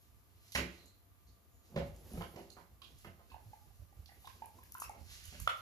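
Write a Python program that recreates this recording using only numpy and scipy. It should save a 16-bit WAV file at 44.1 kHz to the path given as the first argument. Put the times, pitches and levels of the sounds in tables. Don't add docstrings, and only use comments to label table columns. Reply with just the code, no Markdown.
import sys
import numpy as np
from scipy import signal
from scipy.fft import rfft, irfft, next_fast_len
from scipy.io import wavfile
from scipy.ndimage import uniform_filter1d

SR = 44100
rng = np.random.default_rng(int(sys.argv[2]) if len(sys.argv) > 2 else 0)


def bounce(signal):
    frames = np.transpose(np.atleast_2d(signal))
    limited = np.clip(frames, -1, 1)
    pcm = np.round(limited * 32767).astype(np.int16)
    wavfile.write(sys.argv[1], SR, pcm)


def how_loud(loudness_db):
    steps = np.asarray(loudness_db, float) / 20
    return 10 ** steps


N = 247386


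def band(x, hz, width):
    return signal.lfilter(*signal.iirpeak(min(hz, .45 * SR), hz / min(width, .45 * SR), SR), x)


def peaks(x, table):
    return sum((-1) ** k * how_loud(db) * band(x, hz, w) for k, (hz, w, db) in enumerate(table))


def shape(x, table):
    hz, db = np.transpose(table)
    size = next_fast_len(x.shape[-1])
    f = np.fft.rfftfreq(size, 1 / SR) + 1
    gain = how_loud(np.interp(np.log(f), np.log(hz), db))
    return irfft(rfft(x, size) * gain, size)[..., :x.shape[-1]]


def curve(table):
    s, *columns = np.transpose(table)
    return [np.interp(np.arange(N) / SR, s, c) for c in columns]


def walk(rate):
    hold = int(SR / rate)
    levels = np.repeat(rng.standard_normal(N // hold + 1), hold)
    return 1.48 * uniform_filter1d(levels, hold)[:N]


def swells(peak_s, fade_s, rise_share, *weights):
    t = np.linspace(0, N / SR, num=N // 128)
    fade_s = np.maximum(fade_s, .005) + 0 * peak_s
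    late = (t - peak_s[:, None]) / fade_s[:, None]
    gate = np.exp(np.minimum(-late, late / rise_share))
    return [np.interp(np.arange(N) / SR, t, w @ gate) for w in weights]


def unit(x):
    return x / np.sqrt(np.mean(x ** 2))


def peak_at(x, db):
    return x * how_loud(db) / np.abs(x).max()


def add(out, s, x):
    i = int(s * SR)
    out[..., i:i + x.shape[-1]] += x[..., :N - i]


def aim(pan_db):
    return how_loud(np.outer([1, -1], pan_db) / 2)


def burst(length, grit_db, rise=0.0012):
    t = np.arange(4096) / SR
    grains = rng.standard_normal(4096) * how_loud(grit_db * rng.standard_normal(4096))
    return grains * np.exp(-t / max(length, .0002)) * np.minimum(t / rise, 1)


def air():
    # f/Hz, level/dB
    hush_colour = [(25, -48), (50, -9), (90, 0), (150, -14.5), (250, -14), (400, -18.5), (600, -24.5),
                   (1000, -23), (1600, -27.5), (3500, -33), (5500, -36.5), (8000, -32), (12000, -27.5),
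                   (15000, -25)]
    # f/Hz, level/dB
    fridge_lines = [(97, -79.5), (689, -87.5), (1184, -86)]
    mid, side = rng.standard_normal((2, N))
    side = shape(side, [(60, 7), (200, -7), (700, 1.5), (2000, 1.0)])
    out = how_loud(-65.5) * unit(shape(mid + side * np.array([[1], [-1]]), hush_colour))
    for hz, db in fridge_lines:
        line = unit(band(rng.standard_normal(N), hz, 4 + .012 * hz))
        out = out + how_loud(db) * aim(-5) * line
    return out


def rumble():
    # t/s of the peak, level/dB
    bump_list = [(.2, -65), (.6, -56), (1.29, -59), (1.8, -43), (1.9, -44), (2.05, -53), (2.19, -37.5),
                 (2.37, -64.5), (2.73, -55), (2.95, -55), (3.08, -51.5), (3.35, -58), (3.48, -49.5),
                 (3.69, -59), (3.8, -55), (4.0, -48.5), (4.14, -54), (4.28, -61), (4.88, -61), (5.01, -53),
                 (5.12, -48), (5.28, -51), (5.42, -45), (5.6, -68)]
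    # t/s of the peak, fade/s, level/dB
    shuffle_list = [(.74, 0.06, -62), (1.75, 0.15, -65), (2.17, 0.18, -61), (2.6, 0.061, -67.5),
                    (3.3, 0.26, -79), (4.4, 0.38, -77), (4.6, 0.033, -67), (5.0, 0.069, -63.5)]
    # t/s, level/dB
    hand_pan = [(0, -5), (.55, 0), (2.4, 0), (3.2, -6), (4.2, -8), (4.8, -13), (5.6, -10)]
    x = rng.standard_normal((2, N)) * how_loud(2 * walk(22.05))
    x = x[0] + .3 * x[1] * np.array([[1], [-1]])
    bumps = shape(x, [(25, -48), (48, -4.5), (72, -4.5), (100, -8.5), (160, -23.5), (400, -55)])
    scuffed = x * how_loud(2.7 * walk(45))
    shuffle = shape(scuffed, [(100, -36), (170, -2.0), (350, -2.5), (700, -9.0), (1500, -25)])
    bump_s, bump_db = np.transpose(bump_list)
    paw_s, paw_fade_s, paw_db = np.transpose(shuffle_list)
    still_hand_db, still_paws_db = -69.5, -84
    hand = swells(bump_s, 0.038, 0.63, how_loud(bump_db - 3.0))[0] + how_loud(still_hand_db)
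    paws = swells(paw_s, paw_fade_s, 0.86, how_loud(paw_db))[0] + how_loud(still_paws_db)
    return unit(bumps) * hand * aim(curve(hand_pan)[0]) + unit(shuffle) * paws * aim(-4)


def whistles():
    # level/dB, its pitch as (t/s, f/Hz) points
    whistle_list = [
        (-77, [(1.995, 10850), (2.03, 11300), (2.052, 12000), (2.085, 11720), (2.13, 11900), (2.15, 11800), (2.225, 11200)]),
        (-76, [(2.225, 11200), (2.25, 11400), (2.29, 11500), (2.335, 11900), (2.37, 12000), (2.435, 10600)]),
        (-74.5, [(2.083, 10500), (2.11, 10620), (2.155, 10480), (2.195, 10100)]),
        (-76, [(2.243, 10000), (2.34, 10000)]),
    ]
    out, t = 0, np.arange(N) / SR
    for db, pitch in whistle_list:
        on = uniform_filter1d(1. * (t > pitch[0][0]) * (t < pitch[-1][0]), size=900)
        level = how_loud(db + 5 + 2 * walk(60))
        hz = curve(pitch)[0] + 20 * walk(90)
        out = out + on * level * np.sin(2 * np.pi * np.cumsum(hz) / SR)
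    return out


def puffs():
    # t/s, length/s, f/Hz, width/Hz, level/dB
    puff_list = [(0.735, 0.26, 4100, 450, -71.5), (1.266, 0.076, 4400, 1400, -76.5),
                 (1.269, .06, 6470, 900, -79), (1.508, 0.28, 6800, 300, -83),
                 (3.294, 0.072, 2600, 300, -68), (3.296, .1, 1600, 300, -69),
                 (4.089, 0.049, 1880, 404, -67), (4.83, 0.17, 2150, 250, -70)]
    out, flutter = np.zeros(N), how_loud(2 * walk(46))
    t = np.arange(SR // 3) / SR
    for s, length, hz, width, db in puff_list:
        x = unit(band(band(rng.standard_normal(len(t)), hz, width), hz, width))
        add(out, s, how_loud(db) * x * np.sin(np.pi * np.clip(t / length, 0, 1) ** 0.43))
    return out * flutter


def nose():
    # t/s of the peak, fade/s, hiss level/dB, centre f/Hz,
    # wet top hiss level/dB
    sniff_list = [(0.02, .06, -76, 5930, -67), (.46, 0.12, -68.5, 4400, -65), (.553, 0.03, -80, 3990, -39),
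                  (.72, 0.064, -63.5, 3230, -73), (1.66, 0.041, -73, 5630, -68),
                  (1.84, .05, -73, 3410, -90), (1.98, .05, -84, 5900, -64.5), (2.15, 0.11, -64, 4900, -55),
                  (2.39, 0.065, -71, 4500, -65.5), (2.58, 0.023, -73, 5300, -71),
                  (2.86, 0.038, -70, 3460, -76), (2.99, 0.067, -67.5, 4300, -61),
                  (3.29, 0.037, -85, 3930, -77), (3.51, 0.34, -78, 5540, -64.5),
                  (4.12, 0.028, -87, 5000, -58), (4.27, 0.12, -66, 3880, -57),
                  (4.66, 0.16, -74.5, 5500, -64), (4.78, 0.06, -75, 6080, -55),
                  (5.12, 0.082, -54.5, 5070, -57.5), (5.3, 0.16, -62.5, 5640, -63),
                  (5.42, 0.19, -61.5, 3260, -55.5)]
    quiet_nose_db, quiet_wet_db = -84.5, -81.5
    s, fade, hiss_db, centre_hz, wet_db = np.transpose(sniff_list)
    weights = how_loud(hiss_db), how_loud(hiss_db) * centre_hz, how_loud(wet_db)
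    flow, pitch, damp = swells(s, fade, 0.57, *weights)
    centre, hiss = pitch / flow, 0
    for hz in (1800, 2840, 3350, 4400, 5720, 6800, 6800):
        near = np.exp(-(np.log(hz / centre) / 0.22) ** 2)
        breath = unit(band(rng.standard_normal(N), hz, 0.77 * hz))
        hiss = hiss + (1.05 + near) * how_loud(2 * walk(27)) * breath
    spray = rng.standard_normal(N) * how_loud(1.4 * rng.standard_normal(N))
    wet = unit(band(band(spray, 13800, 7400), 14500, 10000))
    dry_part = (flow + how_loud(quiet_nose_db)) * how_loud(-14.5) * hiss
    return dry_part + (damp + how_loud(quiet_wet_db)) * how_loud(-10.5 + 2 * walk(30)) * wet


def snaps():
    # t/s, level/dB, centre f/Hz
    snap_list = [(0.3594, -60, 12300), (1.9622, -44.5, 7200), (2.1334, -38, 10100), (2.535, -48, 10800),
                 (4.271, -43, 12000), (4.4574, -36, 11000), (4.635, -39.5, 12900), (4.7203, -29, 12800),
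                 (4.7426, -31, 13500), (4.782, -31.5, 13000), (4.8, -35, 9950), (4.819, -37, 9500),
                 (4.894, -37, 8850), (4.906, -42, 15000)]
    out = np.zeros(N)
    for s, db, hz in snap_list:
        click = burst(0.0017, 2.7, rise=0.001)
        add(out, s, peak_at(band(band(click, hz, .5 * hz), hz, .7 * hz), db - 5.5))
    return out


def ticks():
    # t/s, level/dB, centre f/Hz,
    # width as a share of the centre, fizz/s
    tick_list = [(0.4793, -60, 5000, 0.54, 0.012), (0.5199, -45.5, 3980, 0.97, 0.012),
                 (0.549, -36, 4200, .8, 0.005), (0.5543, -29, 4300, 0.55, 0.002),
                 (0.5595, -29, 2500, 0.6, 0.004), (0.5612, -35, 4400, 0.4, 0.0015),
                 (0.857, -57.5, 6900, 0.4, 0.008), (1.759, -51, 3030, 0.43, 0.008),
                 (2.2207, -47, 2720, 0.59, 0.0026), (2.36, -56.5, 5430, 0.5, 0.0047),
                 (2.501, -56, 6500, 0.42, 0.0069), (2.8175, -50.5, 3250, 0.45, 0.01),
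                 (2.8432, -54, 3350, 0.32, 0.0047), (2.9856, -55.5, 11000, 0.9, 0.0048),
                 (3.3005, -63, 4000, 0.38, 0.014), (3.3191, -56.5, 2650, 0.53, 0.0022),
                 (4.0583, -52, 4160, 0.5, 0.0048), (4.2532, -56, 3500, 0.25, 0.006),
                 (4.272, -49, 3830, 1, 0.004), (4.7996, -37, 8500, 0.84, 0.0098),
                 (4.7198, -57, 5900, .3, .006), (4.803, -47, 6200, .5, .003),
                 (4.817, -44, 11200, 0.9, 0.0025), (4.819, -47, 4600, .6, .01),
                 (4.832, -51, 5400, .2, .004), (5.247, -59, 3000, .15, .01),
                 (5.2396, -51.5, 11000, 0.65, 0.0059), (5.252, -45.5, 6100, 1, 0.0075),
                 (5.3997, -40, 10600, 0.71, 0.0052),
                 (3.045, -51, 1300, 0.95, 0.015), (2.819, -59, 1150, 0.48, 0.016),
                  (.563, -36, 2240, 0.8, 0.011), (3.315, -57, 940, 0.24, 0.03), (.578, -43, 2500, .8, 0.03),
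                  (.558, -39, 1200, .9, .03), (2.224, -53, 1350, .35, .014), (4.244, -58, 860, .22, .016),
                  (5.474, -37, 1900, 1.1, .003), (5.474, -38, 750, .7, .003), (2.567, -54, 900, .9, 0.033),
                  (2.368, -52, 680, 0.59, 0.021), (5.476, -39, 3100, .25, .005),
                  (2.501, -54, 4000, .25, .003)]
    # f/Hz, width/Hz, level/dB
    splinter_peaks = [(6030, 2300, 12.5), (10820, 6100, 20)]
    out = np.zeros((2, N))
    for s, db, hz, share, fizz in tick_list:
        x, width = burst(fizz, 0.82, rise=0.00061), hz * np.clip(share, .08, 1.2)
        steep = band(band(x, hz, width), hz, width)
        splinter = (width / 14000) ** 2 * peaks(x, splinter_peaks)
        add(out, s, peak_at(steep + splinter, db + 4.0) * aim(-5))
    return out


def smacks():
    # t/s, level/dB, mouth resonance f/Hz, cycles to fade, upper resonances level/dB
    smack_list = [(2.205, -54, 1040, 4, -27), (2.818, -59, 1160, 6.1, -27), (3.321, -56.5, 904, 8.3, -26),
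                  (3.344, -46.5, 885, 4.5, -27), (3.364, -53.5, 760, 3.5, -24), (3.533, -50, 855, 9.5, -18),
                  (3.706, -68.5, 796, 7.9, -13), (3.818, -69.5, 586, 7.7, -29),
                  (3.926, -65.5, 815, 8.7, -10), (4.091, -61, 802, 7.8, -13), (4.12, -59, 785, 2.6, -9.5),
                  (4.245, -64, 852, 9, -12), (4.273, -48, 1072, 9.4, -7.5), (4.421, -42, 887, 9.3, -16),
                  (4.444, -50.5, 880, 4.6, -26), (4.467, -52.5, 920, 2.9, -24),
                  (4.587, -55.5, 1043, 9.1, -27), (4.629, -65, 1050, 3.5, 1.5),
                  (4.75, -47, 1043, 12.6, -12), (4.799, -53.5, 1040, 6.6, -29),
                  (4.821, -34, 1244, 2.7, -16), (4.896, -41.5, 846, 6.1, -26), (5.4, -55, 1240, 4, -5),
                  (5.475, -22, 1370, 5.6, -18)]
    cheek_list = [(4.751, -45, 1450, 5.5, -30), (5.476, -36, 3660, 14, -25), (5.4755, -39, 2250, 4, -32),
                  (4.273, -56, 1400, 4, -30)]
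    # f/Hz, width/Hz, level/dB
    upper_peaks = [(1600, 190, 4.5), (2150, 520, 2.5), (2600, 390, 6), (3500, 4100, -5)]
    out, t = np.zeros((2, N)), np.arange(2048) / SR
    mouth_gains = aim(-1.7)
    for s, db, hz, cycles, upper_db in smack_list + cheek_list:
        phase = hz * (t - .3 * .0012 * (1 - np.exp(-t / .0012)))
        swell = (1 - np.exp(-phase / .5)) ** 2
        pop = np.sin(2 * np.pi * phase) * swell * np.exp(-(phase / max(cycles, .5)) ** 2.2)
        add(out, s - .001, peak_at(pop, db + 3.0) * mouth_gains)
        spit = peaks(peaks(burst(0.0042, 1.0, rise=0.00032), upper_peaks), upper_peaks)
        add(out, s, peak_at(spit, db + upper_db + 6.5) * mouth_gains)
    return out


def knocks():
    # t/s, knock level/dB, struck part rings near f/Hz, thud and crack level/dB re knock
    knock_list = [(0.549, -34.5, 900, -5, -0.5), (0.584, -38.5, 450, -7.5, -30),
                  (0.609, -38.5, 331, -7, -33), (1.716, -62, 331, 6, -19), (1.74, -56, 300, 6, -30),
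                  (1.76, -32.5, 600, -5, -18), (1.772, -33.5, 570, -7, -30), (1.81, -41, 700, -9, -44),
                  (2.114, -59, 307, 7, -12), (2.133, -51.5, 314, 8, -27), (2.15, -49, 420, 3, -28),
                  (2.172, -43.5, 330, 0, -19), (2.207, -40, 1000, -22, -37), (2.335, -58, 400, -5, -25),
                  (2.357, -48, 400, -9, -13), (2.388, -50, 428, -8.5, -18), (2.565, -55.5, 500, -7.5, -34),
                  (3.044, -54.5, 338, -10, -8), (3.066, -52, 950, -4.5, -50), (3.191, -62, 745, -15.5, -25),
                  (4.943, -57.5, 776, -7.5, -19), (5.32, -59, 484, 3, -7), (5.34, -57, 590, -8, -7)]
    # f/Hz, level/dB, time to fall 60 dB/s
    floor_modes = [(73, 1, 0.32), (104, -48, 0.11), (176.8, 0.5, 0.187), (210, 3, 0.12), (252, 2, 0.11)]
    bone_modes = [(346, -0.5, 0.062), (414, -4, 0.06), (532, -1, 0.023), (591, 0.5, 0.038), (700, -3, 0.12),
                  (834, 3, 0.02), (1047, -0.5, 0.037), (1248, 0.5, 0.045), (1450, 1, 0.0094)]
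    # f/Hz, width/Hz, level/dB
    crack_peaks = [(1560, 400, 1.5), (2250, 340, -1.5), (2800, 370, -1)]
    out, t = np.zeros(N), np.arange(12000) / SR
    for s, db, struck_hz, thud_db, crack_db in knock_list:
        rattle = 0.01 * 2 ** ((-29 - db) / 34)
        hit = np.pad(burst(rattle, 2.8, rise=0.27 * rattle), (0, 4000))
        for modes, rel_db, slope_db in ((floor_modes, thud_db, 0), (bone_modes, 0, 15)):
            grip = rng.standard_normal(len(modes))
            ring = 0
            for (f, g, t60), bend in zip(modes, grip):
                level = how_loud(g - slope_db * abs(np.log2(f / struck_hz)))
                tone = np.sin(2 * np.pi * f * (1 + 0.017 * bend) * t)
                ring = ring + level * tone * 1000 ** (-t / t60)
            add(out, s, peak_at(signal.fftconvolve(hit, ring), db + rel_db + 4.5))
        crunch = band(band(hit, struck_hz, 2.0 * struck_hz), struck_hz, 2.9 * struck_hz)
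        crack = peaks(peaks(hit, crack_peaks), [(2600, 4500, 0)])
        add(out, s, peak_at(crunch, db - 8.0) + peak_at(crack, db + crack_db + 12.0))
    return out


def room(x):
    # f/Hz, time to fall 60 dB/s, level/dB
    room_bands = [(82, 0.68, -10), (200, 0.37, -3), (520, 0.39, -6), (1090, 0.25, -19.5),
                  (2300, 0.46, -6.5), (3400, 0.36, -17), (5640, 0.22, -7.5), (11000, 0.12, 0.5)]
    t = np.arange(SR * 3 // 4) / SR
    mid, side = rng.standard_normal((2, len(t)))
    onset = np.clip((t - .005) / .016, 0, 1)
    echo = 0
    for hz, t60, db in room_bands:
        noise = mid + min(hz / 1200, 1) * side * np.array([[1], [-1]])
        tail = band(noise, hz, 1.34 * hz) * 1000 ** (-t / t60) * onset
        echo = echo + how_loud(db) * tail / np.sqrt(t60 * SR / 14)
    return signal.fftconvolve(x, echo, axes=1)[:, :N]


def scene():
    # t/s, level/dB
    muzzle_pan = [(0, 2), (.6, 0), (1.8, 0), (2.3, -1), (3.3, 0), (4.4, 0), (4.8, 5), (5.2, -2), (5.5, 2)]
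    # f/Hz, level/dB
    left_shade = [(80, -1.5), (300, -2), (1000, -4), (4000, -5), (11000, 2.5)]
    muzzle = aim(curve(muzzle_pan)[0])
    mouth = smacks() + nose() + puffs() + ticks()
    loud = knocks() * aim(-.8) + mouth * muzzle
    fine = snaps()
    wet = room(loud + how_loud(-5) * fine) * aim(0.5)
    late_right = np.roll(loud[1] + fine * how_loud(-1.5), 8)
    left = shape(loud[0] + fine + wet[0], [(hz, db / 2) for hz, db in left_shade])
    right = shape(late_right + wet[1], [(hz, -db / 2) for hz, db in left_shade])
    return np.array([left, right]) + whistles() + rumble() + air()


def roll_off(x):
    return signal.sosfilt(signal.butter(12, 15390, fs=SR, output="sos"), x)


def record(dry):
    # f/Hz, level/dB
    treble_notch = [(7300, 0), (8100, -5), (8450, -15), (8900, -6), (9900, 0)]
    x = shape(dry, treble_notch)
    x = signal.sosfilt(signal.ellip(8, .2, 31, 14450, fs=SR, output="sos"), x)
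    x = signal.sosfilt(signal.butter(2, 45, "high", fs=SR, output="sos"), x)
    return roll_off(x)


dry = scene()
out = record(dry)
bounce(out)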